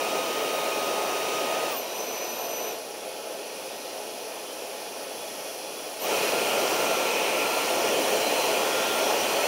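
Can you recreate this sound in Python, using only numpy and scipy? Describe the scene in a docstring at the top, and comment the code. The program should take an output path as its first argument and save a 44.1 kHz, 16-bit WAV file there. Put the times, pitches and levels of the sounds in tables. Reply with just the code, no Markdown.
"""A small room, one microphone close to a hair dryer with a fast thirteen-blade fan.
The regulator steps down twice, then up to full speed, where it hunts in small steps;
the rush of air and the whine follow the shaft. In the second half a palm moves in and out
of the jet, which roars, hisses and now and then rings or whistles."""
import sys
import numpy as np
from scipy import signal
from scipy.fft import rfft, irfft, next_fast_len
from scipy.io import wavfile
from scipy.ndimage import uniform_filter1d, map_coordinates

SR = 44100
rng = np.random.default_rng(int(sys.argv[2]) if len(sys.argv) > 2 else 0)


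def waveform_to_disk(signal):
    """Save audio, clipped to [-1, 1], as 16-bit WAV at the path in sys.argv[1]."""
    frames = np.transpose(np.atleast_2d(signal))
    scaled = np.clip(frames, -1, 1) * 32767
    samples = np.round(scaled).astype(np.int16)
    wavfile.write(sys.argv[1], SR, samples)


N = 417627
START_SPEED = 1249  # shaft turns per second


def airflow(frame=1024):
    """The rush: turbulence grows with fan speed, is stirred by the palm and coloured by the barrel."""
    # spectrum of the rush at the starting speed: f/Hz, relative level/dB
    spectrum = [(30, -49), (100, -31.5), (250, -12), (480, -0.84), (750, -3.5), (1100, -12.5),
                (1700, -16.5), (2600, -10.5), (3700, -18), (5800, -20.5), (7800, -26.5), (9300, -24),
                (13300, -25.5), (15600, -26.4)]
    # growth of the rush with speed: f/Hz, gain/dB per doubling
    growth = [(60, 13), (300, 15.5), (600, 14.5), (1100, 18.5), (1500, 16), (2100, 18), (3300, 16.5),
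              (4300, 11), (5500, 9.5), (7200, 14), (10500, 11.5), (13000, 11.5), (15600, 13)]
    # the jet rings hollow for a moment: peak t/s, half length/s, f/Hz, half width/Hz, lift/dB
    swells = [(5.4, .2, 5150, 220, 2), (5.5, 0.26, 3220, 200, 1.5), (7.25, 0.16, 2350, 278, 7),
              (8.88, 0.17, 3420, 160, 5.5)]
    hz, t, noise = signal.stft(rng.standard_normal(N) * np.sqrt(SR / 2), SR, nperseg=frame)
    hz = hz[:, None]
    speed = shaft_speed(t)
    near, splash = palm(t)
    db = -54.9 + along(spectrum, hz) + along(growth, hz) * np.log2(speed / START_SPEED)
    db += 5.8 * bell(hz / speed, 12.9, .56)  # chopped eddies: a hump around the blade tone
    db += near * bell(hz, 300, 600)  # roar on the palm, up to 1 dB
    db += 1.5 * splash * treble(hz, 4000)  # hiss on the palm
    db -= 2.9 * splash * bell(hz, 3670, 170)  # the palm's echo cancels one band
    db += 3 * splash * bell(hz, 70, 74)  # deep buffeting as the jet breaks on the palm
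    # fingers round the intake muffle the hiss until they let go
    let_go_s, release_s = 3.54, .15
    grip = .5 - .5 * np.tanh((t - let_go_s) / release_s)
    db -= 1.17 * grip * treble(hz, 2500)
    for peak_s, half_s, pitch_hz, width_hz, lift_db in swells:
        db += lift_db * bell(t, peak_s, half_s) * bell(hz, pitch_hz, width_hz)
    # near full speed the bright band of the hiss flutters
    flutter = np.interp(t, np.arange(N) / SR, wobble(20))
    db += (.5 + 1.7 * flutter) * bell(hz, 5630, 220) * bell(speed, 1350, 120)
    # the flow is never quite even
    patches = uniform_filter1d(rng.standard_normal(noise.shape), size=12, axis=0)
    patches = uniform_filter1d(patches, size=14, axis=1)
    db += .72 * patches / patches.std()
    rush = signal.istft(noise * amp(db), SR, nperseg=frame)[1][:N]
    return reflections(barrel(rush))


def barrel(rush):
    """The barrel and its surroundings put fixed peaks and notches into the rush."""
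    # peaks and notches: f/Hz, half width/Hz, gain/dB
    bands = [(371, 14, -1), (417, 18, 2), (481, 14, -2.5), (517, 12, 2), (599, 10, -1.5), (646, 21, 2.5),
             (790, 11.5, -9), (861, 30, 2), (1075, 27, 2), (1278, 9.3, -7), (1312, 17, 6), (1617, 15, -9),
             (1882, 12, 6.5), (1903, 9.8, -26), (2076, 153, -3), (2490, 13, 7), (2640, 12, -10),
             (3068, 4.3, 7.5), (3615, 47, -4), (3960, 46, -3), (4200, 53, 2.5), (5060, 45, 2.5),
             (5880, 310, 4.5), (6990, 220, 3), (7780, 73, -3), (8670, 145, 3.5), (9400, 140, 3),
             (10500, 130, -2), (12720, 90, -6), (13644, 276, -5)]
    return filtered(rush, lambda hz: amp(sum(db * bell(hz, centre, width) for centre, width, db in bands)))


def motor(blades=13, build_s=.07):
    """Imbalance whines at the shaft rate and its harmonics; the blades add a thin high whistle."""
    # the housing passes the whine better at some speeds:
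    # shaft f/Hz, shaft tone level/dB, third harmonic level/dB, blade tone level/dB
    housing = [(837, -51.5, -62, -57), (975, -55, -66, -54), (1003, -51.5, -66, -46.5),
               (1100, -43, -58, -45), (1249, -38.3, -48, -44), (1356, -47.5, -59, -44),
               (1374, -38, -47, -44), (1392, -38.3, -54, -44), (1410, -49, -54, -44), (1428, -52, -46, -44)]
    # tones that sing out only near one speed:
    # multiple of the shaft rate, best shaft f/Hz, half width/Hz, level/dB, fuzz (0-1), flutter/Hz
    singing = [(4, 960, 50, -52.5, .4, 60), (4.07, 837, 26, -57.5, .8, 70), (6, 1009, 21, -41, .1, 44),
               (13, 1090, 36, -33.5, .9, 200)]
    speed = shaft_speed(np.arange(N) / SR)
    near, splash = palm(np.arange(N) / SR)
    shaft_db, third_db, blade_db = curves(housing, speed)
    screened_db = -12 * near  # the palm screens the shaft tone
    thrown_db = 5 * splash  # and throws back the high tones
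    wander = 1.14 * wobble(12) * (1000 / speed) ** 2  # the shaft is less steady at low speed
    angle = 2 * np.pi * np.cumsum(speed + wander) / SR
    whine = amp(shaft_db + screened_db) * tone(angle, fuzz=.038, flutter_hz=25)
    whine += amp(third_db) * tone(3 * angle, fuzz=.085, flutter_hz=43)
    whine += amp(blade_db + thrown_db + 2 * wobble(12)) * tone(blades * angle, fuzz=.18, flutter_hz=97)
    for multiple, best_speed, speed_range, db, fuzz, flutter_hz in singing:
        # a tone needs time to build, so a fast sweep hardly wakes it
        awake = uniform_filter1d(bell(speed, best_speed, speed_range), size=int(build_s * SR))
        gain = amp(db + thrown_db + 1.5 * wobble(9)) * awake
        whine += gain * tone(multiple * angle, fuzz, flutter_hz)
    return whine


def shaft_speed(t, natural_hz=3.45, damping_up=.78, damping_down=.55):
    """Turns per second: each step of the regulator overshoots a little and settles."""
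    # the regulator picks a new speed: t/s, shaft f/Hz
    steps = [(1.686, 1003), (2.69, 837), (5.977, 1410), (6.25, 1392), (6.78, 1374), (7.06, 1356),
             (7.3, 1374), (7.6, 1392), (7.9, 1410), (8.46, 1400), (8.68, 1391), (9.0, 1410), (9.25, 1428)]
    speed, before = np.full(len(t), float(START_SPEED)), START_SPEED
    for start, goal in steps:
        damping = damping_up if goal > before else damping_down
        swing = np.sqrt(1 - damping ** 2)
        phase = 2 * np.pi * natural_hz * np.clip(t - start, 0, 2)
        remaining = np.exp(-damping * phase) * np.sin(swing * phase + np.arccos(damping)) / swing
        speed += (goal - before) * (1 - remaining)
        before = goal
    return speed


def palm(t, reach_cm=4.9, splash_cm=7.3, splash_range_cm=8.4):
    """Nearness and splash, both 0-1; the jet splashes most where it has spread to the hand's width."""
    # path of the palm: t/s, distance from the nozzle/cm
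    path = [(4.7, 37), (5.25, 11), (5.7, 11), (6.2, 8.5), (6.5, 3.6), (6.8, 8.7), (7.2, 36), (7.5, 9.9),
            (7.75, 3), (8.0, 2), (8.3, 10), (8.6, 13), (8.9, 14), (9.15, 2.8), (9.47, 7.3)]
    cm, = curves(path, t)
    return np.exp(-cm / reach_cm), bell(cm, splash_cm, splash_range_cm)


def nozzle(edge_hz=4095, fade_s=.082):
    """A thin edge tone at the nozzle comes and goes."""
    # edge tones, both at full speed: start t/s, length/s, level/dB
    whistles = [(6.06, .2, -49), (8.12, .42, -42.5)]
    t = np.arange(N) / SR
    gain = np.zeros(N)
    for start, length, db in whistles:
        inside_s = np.minimum(t - start, start + length - t)
        gain += amp(db) * np.clip(inside_s / fade_s, 0, 1)
    return gain * tone(2 * np.pi * edge_hz * t, fuzz=.42, flutter_hz=60)


def reflections(x, wet_db=-13, t60_s=.06, taps=900):
    """Faint early echoes from the table and walls ripple the treble."""
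    t = np.arange(taps) / SR
    echo = rng.standard_normal(taps) * amp(-60 * t / t60_s) * (t > .002)
    echo *= amp(wet_db) / np.linalg.norm(echo)
    wet = signal.fftconvolve(x, echo)[:N]
    return x + filtered(wet, lambda hz: treble(hz, 1900, order=4))


def tone(phase, fuzz, flutter_hz):
    """A tone of rms near 1; turbulence scatters the share fuzz of its power into a narrow band."""
    scatter = wobble(flutter_hz) * np.sin(phase) + wobble(flutter_hz) * np.cos(phase)
    return np.sqrt(2 * (1 - fuzz)) * np.sin(phase) + np.sqrt(fuzz) * scatter


def amp(db):
    """Decibels to gain."""
    return 10 ** (np.asarray(db) / 20)


def along(points, hz):
    """Points (f/Hz, value) interpolated on a log frequency axis."""
    freqs, values = np.transpose(points)
    return np.interp(np.log(hz + 1), np.log(freqs + 1), values)


def curves(rows, at):
    """Each column after the first, read where the first equals at."""
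    first, *columns = np.transpose(rows)
    return [np.interp(at, first, column) for column in columns]


def bell(x, centre, width):
    """A smooth bump of height 1."""
    return np.exp(-.5 * ((x - centre) / width) ** 2)


def treble(hz, corner_hz, order=2):
    """A weight rising from 0 in the bass to 1 in the treble."""
    return hz ** order / (hz ** order + corner_hz ** order)


def wobble(rate):
    """A smooth random curve, rate knots a second."""
    knots = rng.standard_normal(int(N * rate / SR) + 4)
    return map_coordinates(knots, [np.arange(N) * rate / SR])


def filtered(x, response):
    """x with its spectrum multiplied by response(hz)."""
    size = next_fast_len(N + SR // 2)
    return irfft(rfft(x, size) * response(np.fft.rfftfreq(size, 1 / SR)), size)[:N]


def scene():
    """One close microphone on the dryer feeds both channels."""
    dryer = airflow() + motor() + nozzle()
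    return np.array([dryer, dryer])


def record(dry, low_cut_hz=36, top_hz=15750):
    """The recorder thins the deepest bass and keeps nothing above its band limit."""
    def passband(hz):
        return (hz < top_hz) * hz ** 2 / np.hypot(hz ** 2, low_cut_hz ** 2)
    return np.array([filtered(channel, passband) for channel in dry])


dry = scene()
out = record(dry)
waveform_to_disk(out)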